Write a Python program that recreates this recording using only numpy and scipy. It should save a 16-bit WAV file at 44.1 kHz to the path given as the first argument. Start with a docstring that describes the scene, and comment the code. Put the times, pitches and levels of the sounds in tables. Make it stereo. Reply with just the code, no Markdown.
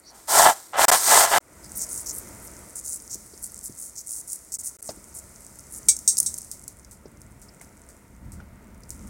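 """A low rumble, moving air and a fine hiss fill a quiet garden from start to end.
First a shoe scrapes several times through a thick layer of hailstones, which slip, snap and spray.
Then wet stones are rubbed together in a palm. Near 6 s two slip away and clink on something hard.
Last, melt water drips and one stone is turned between the fingers, with soft knocks and ticks.
The sound is mono and cuts out for a few instants during the scraping and the rubbing."""
import sys
import numpy as np
from scipy import signal
from scipy.fft import rfft, irfft, next_fast_len
from scipy.io import wavfile
from scipy.ndimage import uniform_filter1d, map_coordinates

SR = 44100
rng = np.random.default_rng(int(sys.argv[2]) if len(sys.argv) > 2 else 0)


def store_pcm(level_fs):
    """Save levels as 16-bit WAV."""
    pcm = np.round(np.clip(level_fs, -1, 1) * 32767).astype(np.int16)
    wavfile.write(sys.argv[1], SR, np.atleast_2d(pcm).T)


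N = 400869
TIME = np.arange(N) / SR

# The bright tone of ice touching ice. Each row: frequency in Hz, level in dB.
ICE_TONE = [(500, -32), (3200, -23.5), (4400, -8.5), (5500, -0.5), (7000, 0.5), (9000, 3.5), (10500, 0),
            (13000, -3), (16000, -1.5)]
# The tone of the fine hiss and of splashes. Each row: frequency in Hz, level in dB.
HISS_TONE = [(2000, -33.5), (3500, -20.5), (5000, -7), (7000, 0), (8700, 2.5), (10500, -4), (13000, -9),
             (16000, -12)]
# The hiss is strongest while the palm is full of melting ice. Each row: time in seconds, level in dB.
HISS_LEVELS = [(1.42, -63), (1.75, -46), (2.6, -50), (4.3, -52), (5.6, -52.5), (6.35, -47), (7.0, -67),
               (7.7, -62), (8.7, -72.5), (9.05, -57)]


def amp(db):
    """Turn decibels into a number to multiply a sound by."""
    return 10 ** (np.asarray(db) / 20)


def unit(x):
    """Scale a sound so that its average power is 1."""
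    return x / np.sqrt(np.mean(x ** 2) + 1e-20)


def fade(t, t60):
    """A fade that drops by 60 dB every t60 seconds."""
    return amp(-60 * t / t60)


def curves(rows):
    """Join rows that begin with a time by straight lines: one curve for each further column."""
    times, *columns = np.transpose(rows)
    return [np.interp(TIME, times, column) for column in columns]


def wobble(rate):
    """A smooth curve through random values, rate of them a second."""
    return map_coordinates(rng.standard_normal(int(N * rate / SR) + 4), [TIME * rate])


def colour(x, tone, size=4096):
    """Filter a sound with a tone table, whose rows give frequency in Hz and level in dB."""
    hz, db = np.transpose(tone)
    gain = amp(np.interp(np.log(np.fft.rfftfreq(size, 1 / SR) + 1), np.log(hz), db))
    # these steps keep the filter from ringing before a hit arrives
    cepstrum = irfft(np.log(gain))
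    cepstrum[1:size // 2] *= 2
    cepstrum[size // 2 + 1:] = 0
    return signal.fftconvolve(x, irfft(np.exp(rfft(cepstrum))))[:len(x)]


def noise(tone, count=N):
    """Steady noise with the given tone."""
    return unit(colour(rng.standard_normal(count), tone))


def add(track, start, sound):
    """Mix a sound into the track, start seconds in."""
    first = max(round(start * SR), 0)
    part = track[first:first + len(sound)]
    part += sound[:len(part)]


def snaps(rate, spread_db, count=N):
    """Random clicks, about rate a second, some stronger than others."""
    hit = rng.random(count) < rate / SR
    strength = amp(spread_db * np.clip(rng.standard_normal(count), -2, 2))
    return unit(hit * strength * rng.choice([-1, 1], count))


def resonate(x, hz, q):
    """Make a sound ring at one pitch; a higher q rings longer."""
    hz = min(hz, SR / 3)
    return signal.lfilter(*signal.iirpeak(hz, max(q, 4 * hz / SR), SR), x)


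def garden():
    """Distant rumble and moving air swell with the same gusts, under a fine hiss."""
    # The background. Each row: time in seconds, rumble level in dB, air level in dB, before the lifts.
    levels = [(1.42, -69, -60.5), (1.57, -54, -54), (1.78, -52, -51.5), (2.61, -53.5, -51.5),
              (2.91, -59, -58), (3.23, -56.5, -58.5), (3.96, -61.5, -60.5), (4.47, -61.5, -60.5),
              (5.05, -59, -57), (7.04, -54.5, -59.5), (7.66, -59, -58), (8.02, -57.5, -58.5),
              (8.23, -52, -58.5), (9.09, -48.5, -56)]
    # The tones of the rumble and the air. Each row: frequency in Hz, level in dB.
    rumble_tone = [(13, -39.5), (24, -15), (42, -1.5), (65, 2), (90, -4), (130, -4), (165, -9), (200, -2),
                   (225, -6), (330, -19), (430, -36.5), (730, -90)]
    air_tone = [(150, -27), (300, 1.5), (480, -3.5), (680, -3), (800, -11.5), (910, -4), (1080, -10),
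                (1400, -6), (1620, -13), (2100, -9), (2600, -19.5), (3300, -25), (5000, -24.5)]
    rumble_lift_db, air_lift_db = 3, 1.5
    rumble_db, air_db = curves(levels)
    hiss_db, = curves(HISS_LEVELS)
    gust = wobble(6.5)
    rumble = noise(rumble_tone) * amp(rumble_db + rumble_lift_db + 2.7 * gust)
    air = noise(air_tone) * amp(air_db + air_lift_db + 0.43 * gust + 0.5 * wobble(8.1))
    hiss = noise(HISS_TONE) * amp(hiss_db + 0.52 * wobble(7.6))
    return rumble + air + hiss


def echo(x, t60):
    """Walls and paving send the sound back as a soft blur."""
    t = np.arange(SR // 2) / SR
    tail = rng.standard_normal(len(t)) * fade(t, t60) * (1 - np.exp(-t / 0.0031))
    return signal.fftconvolve(x, tail / np.linalg.norm(tail))[:N]


def crackle():
    """Melting ice on the skin crackles faintly, in clusters, just under the level of the hiss."""
    hiss_db, = curves(HISS_LEVELS)
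    grains = sum(resonate(snaps(rate=35, spread_db=6), hz, q=5) for hz in (6200, 7800, 9800))
    clusters = amp(2.5 * wobble(5.3))
    return unit(colour(grains, ICE_TONE) * clusters) * amp(hiss_db - 0.5)


def squeaks():
    """Wet ice gives short, faint whistles."""
    # Each row: start in seconds, length in seconds, pitch in Hz, level in dB.
    whistles = [(0.006, 0.15, 4470, -58), (0.048, 0.078, 5630, -53), (1.619, 0.064, 4930, -56),
                (7.481, 0.02, 5070, -55)]
    out = np.zeros(N)
    for start, length, hz, db in whistles:
        swell = np.hanning(int(length * SR))
        tone = resonate(resonate(rng.standard_normal(len(swell)), hz, q=7.7), hz, q=7.7)
        add(out, start, amp(db) * unit(tone * swell))
    return out


def drips():
    """A drop of melt water taps on wet ground and its droplets patter down after it."""
    # Each row: start in seconds, peak of the tap in dB, level of the splash in dB.
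    drops = [(6.5147, -15.5, -36), (6.6798, -19, -44.5), (6.9117, -33, -44), (7.217, -32, -57),
             (7.4168, -35.5, -47), (7.6136, -31, -47.5), (7.8889, -35, -48.5), (8.32, -32.5, -46.5),
             (8.9046, -19.5, -40.5)]
    out, t = np.zeros(N), np.arange(SR // 4) / SR
    for start, tap_db, splash_db in drops:
        blow = (t == 0) + 0.26 * fade(t, 0.011) * rng.standard_normal(len(t))
        tap = colour(resonate(blow, 8300, q=1.6), ICE_TONE)
        droplets = snaps(rate=2000, spread_db=2, count=len(t)) + 0.7 * rng.standard_normal(len(t))
        splash = unit(colour(droplets, HISS_TONE)) * fade(t, 0.2) * (1 - np.exp(-t / 0.0026))
        add(out, start, amp(tap_db) * tap / np.abs(tap).max() + amp(splash_db) * splash)
    return out


def knocks():
    """The hand makes dull bumps, each with a small icy edge."""
    # Each row: start in seconds, level in dB, pitch in Hz, icy edge in dB compared with the thud.
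    bumps = [(3.153, -31.5, 388, -19), (3.336, -34.5, 380, -11.5), (3.696, -29.5, 262, -28),
             (4.8907, -18.5, 652, -12), (4.973, -35, 326, -18), (6.2, -37, 530, -12),
             (7.056, -28.5, 410, -24), (7.61, -35.5, 2110, -28), (8.401, -33.5, 1435, -24)]
    out, t = np.zeros(N), np.arange(SR // 8) / SR
    rise = 1 - np.exp(-t / 0.00102)
    for start, db, hz, edge_db in bumps:
        thud = np.sin(2 * np.pi * hz * t) * fade(t, 0.022)
        dull = resonate(rng.standard_normal(len(t)), hz * 0.46, q=0.58)
        flesh = unit(resonate(dull, hz * 0.46, q=0.58)) * fade(t, 0.11)
        bright = resonate(rng.standard_normal(len(t)), 5430, q=3.3)
        edge = unit(resonate(bright, 5200, q=2.7)) * fade(t, 0.056)
        add(out, start, amp(db) * rise * (thud + 0.19 * flesh + amp(edge_db) * edge))
    return out


def ticks():
    """A stone bounces or taps another and rings for an instant; its neighbours rattle briefly."""
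    # Each row: start in seconds, peak level in dB, pitch in Hz.
    taps = [(1.7604, -20, 9680), (1.817, -15.5, 7680), (1.8911, -22, 7990), (3.1443, -14, 6550),
            (3.4416, -18.5, 8690), (4.3313, -14, 9040), (4.5253, -19.5, 7390), (4.8269, -21, 9580),
            (5.9664, -16.5, 7220), (5.9899, -18, 7640), (6.1703, -9.5, 5230), (6.1808, -7.5, 8560),
            (6.1852, -4, 8180), (6.202, 0.5, 9040), (6.2296, -11.5, 8390), (6.3415, -14, 7370),
            (6.3794, -20.5, 9470), (6.3844, -15.5, 8540), (6.4176, -23.5, 7720), (6.4467, -25, 8820),
            (6.7963, -34, 7260), (6.8475, -35, 5280), (8.8352, -36, 4750), (8.893, -29, 8700)]
    out, t = np.zeros(N), np.arange(SR // 8) / SR
    for start, db, hz in taps:
        blow = (t == 0) + 0.17 * fade(t, 0.02) * rng.standard_normal(len(t))
        tick = colour(resonate(blow, hz, q=2.8), ICE_TONE)
        add(out, start, amp(db) * tick / np.abs(tick).max())
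    return out


def clinks():
    """A falling stone strikes something hard: a few clear notes ring over a clatter of crowded ones."""
    # Each row: start in seconds, level in dB, seconds to fade by 60 dB, low cut in Hz.
    landings = [(5.8855, -5.5, 0.13, 439), (6.0769, -9.5, 0.18, 3870), (6.262, -18.5, 0.14, 3450)]
    # The clear notes, then the tone of the clatter. Each row: frequency in Hz, level in dB.
    notes = [(2290, -19), (3800, -19), (4720, -17), (4940, -19.5), (5630, -4.5), (5930, -9), (6360, -18),
             (6555, -0.5), (7350, -0.5), (7642, -8), (7931, 0), (8460, 3.5), (8640, -11.5), (9125, -5),
             (11640, -24)]
    clatter_tone = [(300, -40.5), (2800, -35), (3700, -15.5), (4700, -16.5), (5600, -6), (6500, 1.5),
                    (7000, -11.5), (7600, 0), (9200, 1), (9900, -11.5), (12000, -17.5), (16000, -21)]
    out, t = np.zeros(N), np.arange(SR // 3) / SR
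    for start, db, t60, low_hz in landings:
        changes_db = rng.normal(0, 1.5, len(notes))
        ring = sum(amp(level + change) * np.sin(2 * np.pi * (hz * t + rng.random()))
                   for (hz, level), change in zip(notes, changes_db))
        clatter = noise(clatter_tone, len(t)) * fade(t, 0.92 * t60)
        crack = noise(ICE_TONE, len(t)) * fade(t, 0.018)
        hit = 0.59 * unit(ring) * fade(t, t60) + 0.65 * clatter + 0.25 * crack
        # a smaller stone leaves the low notes quiet
        low_cut = signal.butter(4, low_hz, "high", fs=SR, output="sos")
        add(out, start, amp(db) * signal.sosfilt(low_cut, hit))
    return out


def rubs():
    """Each push of the thumb sets off a swell of tiny clicks from large and small stones in the palm."""
    # Each row: start in seconds, length in seconds, level in dB, middle pitch in Hz.
    thumb_pushes = [(1.756, 0.03, -32, 11000), (1.781, 0.069, -31, 7000), (1.888, 0.14, -34, 8400),
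                    (2.057, .065, -32.5, 6400), (2.126, 0.076, -36, 10300), (2.422, 0.06, -45.5, 11000),
                    (2.752, 0.054, -35.5, 8000), (2.839, .14, -33.5, 8100), (3.096, 0.064, -36, 6450),
                    (3.42, 0.059, -37.5, 9400), (3.628, 0.055, -36, 9000), (3.771, 0.13, -39, 8500),
                    (3.957, 0.062, -38, 6400), (4.06, 0.16, -35, 8300), (4.274, 0.1, -36, 8600),
                    (4.519, 0.044, -31, 7300), (4.583, 0.037, -36, 8000), (4.634, 0.065, -32.5, 8300),
                    (4.838, 0.091, -41.5, 7600), (5.142, 0.064, -39.5, 8700), (5.72, 0.075, -39.5, 8800)]
    out = np.zeros(N)
    for start, length, db, hz in thumb_pushes:
        count = int(length * SR)
        swell = np.abs(np.sin(np.linspace(0, np.pi, count))) ** 0.38
        spread_octaves = 0.23 * min(hz / 8000, 1.1) ** 2  # small, high stones vary more in pitch
        contacts = 0
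        for step in (-1, 0, 1):  # large, medium and small stones
            blows = snaps(rate=350, spread_db=5.5, count=count) + 0.29 * rng.standard_normal(count)
            contacts += resonate(blows, hz * 2 ** (step * spread_octaves), q=6.2)
        shards = snaps(rate=890, spread_db=5, count=count)  # the tiniest fragments
        contacts += amp(-9) * resonate(shards, 13500, q=3.5)
        add(out, start, amp(db) * unit(colour(contacts * swell, ICE_TONE)))
    return out


def strokes(rows, settle_t60):
    """The loudness of the shoe's strokes: each bites quickly, eases off and leaves stones rolling."""
    bite, ease = 1.16, 1.9  # powers that shape the rise and the fall
    settle_db, stop_s = -27, 1.388
    power = np.zeros(N)
    for start, rise, fall, db in rows:
        end = start + rise + fall
        effort = np.sin(np.pi / 2 * np.interp(TIME, [start, start + rise, end], [0, 1, 0]))
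        swell = effort ** np.where(TIME < start + rise, bite, ease)
        progress = np.clip((TIME - start) / (rise + fall), 0, 1)
        settling = progress ** 2 * amp(settle_db) * fade(np.maximum(TIME - end, 0), settle_t60)
        power += (amp(db) * np.maximum(swell, settling)) ** 2
    return np.sqrt(power) * (TIME < stop_s)


def shoe():
    """Packed stones slip and snap under the sole while loose ones spray ahead of it."""
    # The sole pushes through the layer and throws loose stones ahead.
    # Each row: start in seconds, rise in seconds, fall in seconds, level in dB.
    pushes = [(.09, .03, 0.14, -51), (.272, 0.19, .085, -12.5), (.724, 0.18, 0.1, -12),
              (1.055, 0.094, 0.22, -15), (1.295, 0.057, .11, -14)]
    throws = [(.125, .035, 0.39, -51.5), (.27, 0.12, 0.18, -15), (.762, .125, 0.17, -15),
              (.97, 0.21, 0.13, -14.5), (1.25, .13, .06, -22.5)]
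    # How far the sole has dug in. Each row: time in seconds, depth from 0 (top) to 1 (grit).
    depths = [(.5, 0.23), (.85, 0.5), (1.3, 0.5)]
    # Clumps giving way. Each row: start in seconds, level in dB.
    clumps = [(.4665, -7), (.4725, -6), (.487, -6.5), (.4995, -11), (0.7343, -23), (.7935, -3), (.846, -5),
              (1.122, -3.5), (1.176, -6), (1.336, -10.5)]
    # The tones of the layer, the grit below and the spray. Each row: frequency in Hz, level in dB.
    layer_tone = [(40, -42.5), (150, -24), (330, -21), (520, -10.5), (700, -0.5), (860, 7.5), (980, -4),
                  (1500, -11), (2050, -15), (2520, -35.5), (3100, -17.5), (4300, -33.5), (8000, -31.5),
                  (16000, -55)]
    grit_tone = [(40, -36), (150, -23), (300, -27.5), (430, -7.5), (580, -7), (780, -4.5), (1000, -2),
                 (1500, -3), (2050, -8), (2520, -13), (3100, -13.5), (4300, -20), (8000, -26), (16000, -48)]
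    spray_tone = [(200, -21.5), (1000, -4), (2000, -9), (2600, -18.5), (3400, -11), (4300, -6),
                  (6300, -2.5), (8600, 2), (10000, -5.5), (14000, -8), (16000, -14)]
    push, throw = strokes(pushes, settle_t60=0.32), strokes(throws, settle_t60=0.85)
    depth, = curves(depths)
    slips = snaps(rate=700, spread_db=1) + 0.69 * rng.standard_normal(N)
    body = (1 - depth) * unit(colour(slips, layer_tone)) + depth * unit(colour(slips, grit_tone))
    crunch = body * push * amp(1.4 * wobble(60))
    crack = colour(signal.unit_impulse(SR // 20), layer_tone)
    for start, db in clumps:
        add(crunch, start, amp(db) * crack / np.abs(crack).max())
    rattle = snaps(rate=3500, spread_db=3) + 0.42 * rng.standard_normal(N)
    spray = unit(colour(rattle, spray_tone)) * throw * amp(0.76 * wobble(90))
    foot_thump = noise([(20, 2), (60, -4), (180, 2.5), (300, -10), (900, -52.5)]) * push * amp(-33)
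    direct = amp(-0.6) * (crunch + spray) + foot_thump
    # a near reflection, 3 ms late, makes the scrape hollow
    reflection = np.interp(TIME - 0.00297, TIME, direct)
    return direct + 0.33 * reflection


def scene():
    """All sources reach one microphone, heard alike on both channels."""
    rub, tick, clink = rubs(), ticks(), clinks()
    to_echo = amp(-14.5) * rub + amp(-13) * tick + amp(-27.5) * clink
    mono = shoe() + rub + tick + clink + drips() + knocks() + squeaks() + crackle() + garden()
    mono += echo(to_echo, t60=0.59)
    return np.array([mono, mono])


def record(dry):
    """The sound cuts out briefly, the loudest peaks are clipped and the highest treble is removed."""
    # Moments when the sound cuts out. Each row: start in seconds, end in seconds.
    gaps = [(.853, .882), (.9035, .9155), (1.384, 1.405), (4.572, 4.586), (4.769, 4.787), (4.809, 4.819)]
    top_hz = 16000
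    gain = np.ones(N)
    for start, end in gaps:
        gain[(TIME > start) & (TIME < end)] = amp(-51)
    clipped = np.clip(dry * uniform_filter1d(gain, size=32), -1, 1)
    size = next_fast_len(N + SR // 4)
    below_top = np.fft.rfftfreq(size, 1 / SR) < top_hz
    return irfft(rfft(clipped, size) * below_top, size)[:, :N]


dry = scene()
out = record(dry)
store_pcm(out)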